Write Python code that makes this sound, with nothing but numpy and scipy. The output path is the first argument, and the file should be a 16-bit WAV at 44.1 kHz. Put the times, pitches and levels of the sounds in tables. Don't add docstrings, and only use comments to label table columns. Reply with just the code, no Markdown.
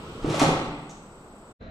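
import sys
import numpy as np
from scipy import signal
from scipy.fft import rfft, irfft
from scipy.io import wavfile
from scipy.ndimage import uniform_filter1d

SR = 44100
rng = np.random.default_rng(int(sys.argv[2]) if len(sys.argv) > 2 else 0)


def voltage_ratio(decibels):
    exponent = np.asarray(decibels, float) / 20
    return 10 ** exponent


def inscribe(sig):
    pcm = np.round(np.clip(np.atleast_2d(sig).T, -1, 1) * 32767)
    wavfile.write(sys.argv[1], SR, pcm.astype(np.int16))


N = 74970

# frequency in Hz, density in dB per Hz.
FAN_SPECTRUM = [(25, -9.5), (50, -14.5), (200, -5.5), (500, -9.5), (1380, -15), (1700, -27), (5000, -34.5),
                (15400, -44.5)]
# frequency in Hz, level in dB.
FAN_HUMS = [(205.5, -55.5), (684, -70.5)]
# frequency in Hz, density in dB per Hz.
SWING_SPECTRUM = [(25, -13), (110, -1.5), (420, -4.5), (700, -15.5), (1350, -11), (1750, -25.5),
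                  (3000, -20.5), (15000, -46)]
# time in seconds, level in dB.
FLOOR_SHAKE = [
    (0.0, -74),
    (0.056, -80),
    (0.25, -33),
    (0.278, -57),
    (0.576, -33.5),
    (0.9, -57.5),
]
# frequency in Hz, level in dB.
DRIVE_SIDE_TONES = [(6993, -87.5), (7262, -81)]
# start in seconds, peak in dB.
LATCH_TICKS = [
    (0.8945, -34.5),
    (0.9032, -42),
    (0.9096, -38.5),
]
# frequency in Hz, density in dB per Hz.
TICK_SPECTRUM = [(1500, -22), (3000, -6), (5000, -5.5), (6500, 5), (7800, -4), (11600, -27)]
# frequency in Hz, density in dB per Hz.
SCRAPE_SPECTRUM = [(410, -33), (700, -0.5), (1310, -4), (1700, -12), (2870, -12.5), (8870, -25),
                   (13500, -39), (15000, -72)]
# time in seconds, pressure in dB.
SLIDE_PRESSURE = [
    (0.22, -43.5),
    (0.328, -31),
    (0.392, -30),
    (0.398, -22.5),
    (0.448, -26),
    (0.466, -36.5),
    (0.52, -31),
]
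# start in seconds, peak in dB, decay in ms.
EDGE_CRACKS = [
    (.258, -38, 10),
    (.297, -32, 25),
    (.343, -32, 10),
    (.356, -31, 14),
    (.3955, -17, 14),
    (.415, -21, 12),
    (.43, -21, 8),
]
# frequency in Hz, density in dB per Hz.
CRACK_SPECTRUM = [(1060, -50.5), (1800, -5), (5600, -10), (6400, -9.5), (11000, -17.5), (13600, -34),
                  (15000, -106)]
# start in seconds, peak in dB, panel pitch in Hz, decay in ms.
BOX_BLOWS = [(.2445, -13.5, 310, 7.8), (.258, -15.5, 518, 2.6), (.271, -25, 165, 12),
             (.279, -14.5, 188, 3.6), (.286, -16, 350, 8), (.304, -17, 150, 6), (.327, -21, 370, 5),
             (.3425, -13, 600, 3), (.362, -25, 275, 8), (.379, -21, 320, 6), (.398, -24, 265, 5),
             (.4155, -8, 295, 8), (.4165, -10, 760, 6), (.4225, -12, 250, 4), (.4292, -5, 520, 2.2),
             (.437, -17.5, 885, 6.5), (.446, -12.5, 806, 3.3), (.467, -15, 162.9, 15), (.489, -8, 386, 3.2)]
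# frequency in Hz, level in dB.
BOX_MODES = [(156.1, -25.5), (236.9, -37.5), (285.3, -29), (538.3, -15.5), (694.4, -45), (732.1, -24.5),
             (807.5, -66), (866.7, -24.5), (1174, -19), (1314, -21), (1550, -58), (1890, -73),
             (2153, -51.5), (2476, -59)]
# frequency in Hz, time to fall 60 dB in seconds.
LAB_T60 = [(60, 1.24), (160, 0.98), (420, 0.96), (1100, 1.0), (2910, 1.034), (7680, 0.57)]
# frequency in Hz, side gain in dB.
HOUSING_WIDTH = [(60, 3), (300, -2.5), (800, -3), (2000, 3.5), (6000, -1), (12000, -2)]
# frequency in Hz, share of the time lost.
BAND_DROPOUTS = [(5000, 0), (6500, .05), (7600, 0), (8500, 0), (9200, .3), (10800, .22), (12000, .1),
                 (15000, .3)]
# frequency in Hz, gain in dB.
EARLIER_TILT = [(30, 5), (150, 2.5), (1500, 1.5), (4000, 2), (15000, -4)]

FANS_DB, HUM_WIDTH_HZ = -48, 3
SWING_DB, SWING_END_S, SWING_T60_S = -40, .3, 1.1
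SHAKE_HZ, SHAKE_DB = 31.2, -2
WHINE_HZ, WHINE_DB, WHINE_PAN_DB = 7994, -65, 6.5
WHINE_JITTER_DB, WHINE_ECHO_DB = 2.5, -57
CONTROL_FRAME_HZ, FIRST_BURST_S, BURST_STEP_S, BURST_S = 30.03, 1.2112, .00364, .003
TICK_DECAY_S, TICK_DB, TICK_ROOM_DB = .0063, -8.5, 2
GRAIN_SPREAD_DB, GRAINS_PER_S, SCRAPE_DB = 1.5, 12000, -3
CRACK_DB, CRACK_ROOM_DB = -8, 1.5
BOX_T60_S, BOX_TILT, BOX_DB, KNOCK_DB = .08, .3, -14, 0
CONTACT_TURNS = .28
BOX_ROOM_DB, BUILD_S, PREDELAY_S = -2, .0046, .0014
SPACING_M, LAG_S, PAN_DB = .09, .00021, -1
LOW_CUT_HZ, TOP_EDGE_HZ = 12, 15500
DROPOUT_BAND_HZ, LOUD_TOP_HZ, LOUD_DB, WEAK_SHARE = 560, 13200, -38, .8
CUT_S, FADE_S = 1.522, .015
REPLAY_S, FADE_IN_S, REPLAY_DB = 1.615, .032, -4
REPLAY_FROM_S, REPLAY_WHINE_DB = .0244, 6


def evened(x):
    return x / np.sqrt(np.mean(x ** 2) + 1e-20)


def read(points, hz):
    f, value = np.transpose(points)
    return np.interp(np.log(hz + 1), np.log(f + 1), value)


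def curve(points):
    return np.interp(np.arange(N) / SR, *np.transpose(points))


def add(mix, s, sound):
    part = mix[round(s * SR):][:len(sound)]
    part += sound[:len(part)]


def colour(x, spectrum):
    log_gain = read(spectrum, np.fft.rfftfreq(4096, 1 / SR)) * np.log(10) / 20
    whole_circle = np.r_[log_gain, log_gain[-2:0:-1]]
    response = np.exp(np.conj(signal.hilbert(whole_circle)))
    taps = np.fft.ifft(response).real[:2048]
    return signal.oaconvolve(x, taps / np.linalg.norm(taps))[:len(x)]


def shape(x, spectrum):
    return irfft(rfft(x) * voltage_ratio(read(spectrum, np.fft.rfftfreq(N, 1 / SR))), N)


def diffuse(field_db, size):
    hop = size // 4
    hz = np.fft.rfftfreq(size, 1 / SR)[:, None]
    t = np.arange(N // hop + 5) * hop / SR
    a, b, c, d = rng.standard_normal((len(t), len(hz), 4)).T
    same = np.sinc(2 * hz * SPACING_M / 343)
    left = a + 1j * b
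    right = same * left + np.sqrt(1 - same ** 2) * (c + 1j * d)
    z = np.array([left, right]) * voltage_ratio(field_db(hz, t))
    return evened(signal.istft(z, nperseg=size, noverlap=size - hop)[1][:, :N])


def steady_noise(spectrum):
    return diffuse(lambda hz, s: read(spectrum, hz) + 0 * s, size=1024)


def waver(r):
    noise = rng.standard_normal(2 * N) + 1j * rng.standard_normal(2 * N)
    return signal.lfilter([1], [1, -r], noise)[N:]


def fans():
    t = np.arange(N) / SR
    r = np.exp(-np.pi * HUM_WIDTH_HZ / SR)
    hums = sum(voltage_ratio(db) * evened((waver(r) * np.exp(2j * np.pi * hz * t)).real) for hz, db in FAN_HUMS)
    return voltage_ratio(FANS_DB) * steady_noise(FAN_SPECTRUM) + hums


def arm_motion():
    t = np.arange(N) / SR
    swing_db = SWING_DB - 60 * np.maximum(t - SWING_END_S, 0) / SWING_T60_S
    swing = voltage_ratio(swing_db) * steady_noise(SWING_SPECTRUM)
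    sway = uniform_filter1d(waver(.998).real, 900)
    shake = evened(sway * np.cos(2 * np.pi * SHAKE_HZ * t))
    return swing + voltage_ratio(curve(FLOOR_SHAKE) + SHAKE_DB) * shake


def drive_whine():
    t = np.arange(N) / SR
    since = (t - FIRST_BURST_S + BURST_S / 2) % (1 / CONTROL_FRAME_HZ)
    bursts = np.sin(np.pi * np.minimum(since % BURST_STEP_S / BURST_S, 1)) * (since < 8 * BURST_STEP_S)
    uneven = voltage_ratio(WHINE_JITTER_DB * evened(uniform_filter1d(rng.standard_normal(N), 150)))
    tone = voltage_ratio(WHINE_DB) * evened(bursts * uneven * np.sin(2 * np.pi * WHINE_HZ * t))
    tone = tone + sum(voltage_ratio(db + 9) * np.sin(2 * np.pi * hz * t) for hz, db in DRIVE_SIDE_TONES)
    walls = rng.standard_normal((2, 2000)) * np.exp(-np.arange(2000) / 500)
    smear = signal.oaconvolve(tone[None], walls / np.linalg.norm(walls[0]), axes=1)[:, :N]
    pan = voltage_ratio(np.array([[.5], [-.5]]) * WHINE_PAN_DB)
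    return tone * pan + voltage_ratio(WHINE_ECHO_DB) * smear


def latch_ticks():
    out, t = np.zeros(N), np.arange(1000) / SR
    puffs = rng.standard_normal((len(LATCH_TICKS), 1000))
    for (s, db), puff in zip(LATCH_TICKS, puffs):
        add(out, s, voltage_ratio(db + TICK_DB) * puff * np.exp(-t / TICK_DECAY_S))
    return colour(out, TICK_SPECTRUM)


def scrape():
    t = np.arange(N) / SR
    sizes = voltage_ratio(GRAIN_SPREAD_DB * rng.exponential(1, N))
    signs = rng.choice([-1., 1.], N)
    grains = sizes * signs * (rng.random(N) < GRAINS_PER_S / SR)
    touching = (t > SLIDE_PRESSURE[0][0]) & (t < SLIDE_PRESSURE[-1][0])
    pressure = voltage_ratio(curve(SLIDE_PRESSURE) + SCRAPE_DB) * uniform_filter1d(touching * 1., 800)
    return evened(colour(grains, SCRAPE_SPECTRUM)) * pressure


def edge_cracks():
    out, t = np.zeros(N), np.arange(6000) / SR
    puffs = rng.standard_normal((len(EDGE_CRACKS), 6000))
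    for (s, db, decay_ms), puff in zip(EDGE_CRACKS, puffs):
        add(out, s, voltage_ratio(db + CRACK_DB) * puff * np.exp(-t * 1000 / max(decay_ms, 5)))
    return colour(out, CRACK_SPECTRUM)


def box_blows():
    push, knocks, t = np.zeros(N), np.zeros(N), np.arange(6000) / SR
    for s, db, hz, decay_ms in BOX_BLOWS:
        u = t * hz / CONTACT_TURNS
        add(push, s, -voltage_ratio(db) * np.sin(np.pi * u) ** 2 * (u < 1) * hz / SR * 10)
        decay = np.minimum(u, 1) * np.exp(-t * 1000 / max(decay_ms, 1))
        add(knocks, s, -voltage_ratio(db) * decay * np.sin(2 * np.pi * hz * t))
    top_db = max(db for hz, db in BOX_MODES)
    ring = np.zeros(len(t))
    for k, (hz, db) in enumerate(BOX_MODES):
        fall_db = 60 * t / BOX_T60_S * (hz / 300) ** BOX_TILT
        ring += (-1) ** k * voltage_ratio(db - top_db - fall_db) * np.sin(2 * np.pi * hz * t)
    return voltage_ratio(BOX_DB) * signal.oaconvolve(push, ring)[:N] + voltage_ratio(KNOCK_DB) * knocks


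def lab(x, wet_db, lag_s):
    t = np.arange(N) / SR
    decay = diffuse(lambda hz, s: -60 * s / read(LAB_T60, hz), size=512)
    tail = decay * np.clip((t - PREDELAY_S) / BUILD_S, 0, 1)
    wet = signal.fftconvolve(x[None], tail / np.linalg.norm(tail[0]), axes=1)[:, :N]
    direct = np.array([x * voltage_ratio(PAN_DB), np.interp(t - lag_s, t, x)])
    return direct + voltage_ratio(wet_db) * wet


def microphones(x):
    mid, side = x.mean(0), shape((x[0] - x[1]) / 2, HOUSING_WIDTH)
    low_cut = signal.butter(2, LOW_CUT_HZ, "high", fs=SR)
    x = signal.lfilter(*low_cut, np.array([mid + side, mid - side]))
    top_cut = signal.firwin(511, TOP_EDGE_HZ, window=("kaiser", 9), fs=SR)
    return signal.oaconvolve(x, top_cut[None], "same", axes=1)


def thin_treble(x):
    hz, t, z = signal.stft(x, SR, nperseg=1024, noverlap=768)
    band = (hz / DROPOUT_BAND_HZ).astype(int)
    hz = hz[:, None]
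    chance = rng.standard_normal((len(t) // 4 + 1, band[-1] + 1))
    chance = uniform_filter1d(chance, size=3, axis=0)
    rank = chance.argsort(0).argsort(0) / len(chance)
    rank = rank[np.arange(len(t)) // 4][:, band].T
    power = (abs(z) ** 2).mean(0)
    loud = 10 * np.log10(uniform_filter1d(power.sum(0), size=4) + 1e-12) > LOUD_DB
    top_loss = np.clip(.8 * (hz - 6000) / (LOUD_TOP_HZ - 6000), 0, 1) ** 4
    share = read(BAND_DROPOUTS, hz) + loud * top_loss
    weak = (power < WEAK_SHARE * uniform_filter1d(power, size=13, axis=0)) & (hz > 8600)
    kept = z * ((rank >= share) & ~weak)
    return signal.istft(kept, SR, nperseg=1024, noverlap=768)[1][:, :N]


def scene():
    t = np.arange(N) / SR
    air, drive = fans() + arm_motion(), drive_whine()
    box = lab(box_blows(), BOX_ROOM_DB, LAG_S)
    card = lab(edge_cracks() + scrape(), CRACK_ROOM_DB, 0)
    latch = lab(latch_ticks(), TICK_ROOM_DB, 0)
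    live = thin_treble(microphones(box + card + latch + air + drive))

    earlier = thin_treble(microphones(shape(air, EARLIER_TILT) + voltage_ratio(REPLAY_WHINE_DB) * drive))
    earlier = earlier[:, round(REPLAY_FROM_S * SR):]
    slow = signal.resample_poly(earlier, 2, 1, axis=1, window=("kaiser", 9))
    start = round((REPLAY_S - FADE_IN_S) * SR)
    fade_in = np.clip((t - REPLAY_S) / FADE_IN_S + 1, 0, 1) ** 4
    replay = np.pad(slow[:, :N - start], ((0, 0), (start, 0))) * fade_in
    fade_out = np.clip((CUT_S - t) / FADE_S + .5, 0, 1)
    return live * fade_out + voltage_ratio(REPLAY_DB) * replay


def band_limit(x):
    return signal.sosfilt(signal.butter(12, 15530, fs=SR, output="sos"), x)


def record(dry):
    return band_limit(dry)


dry = scene()
out = record(dry)
inscribe(out)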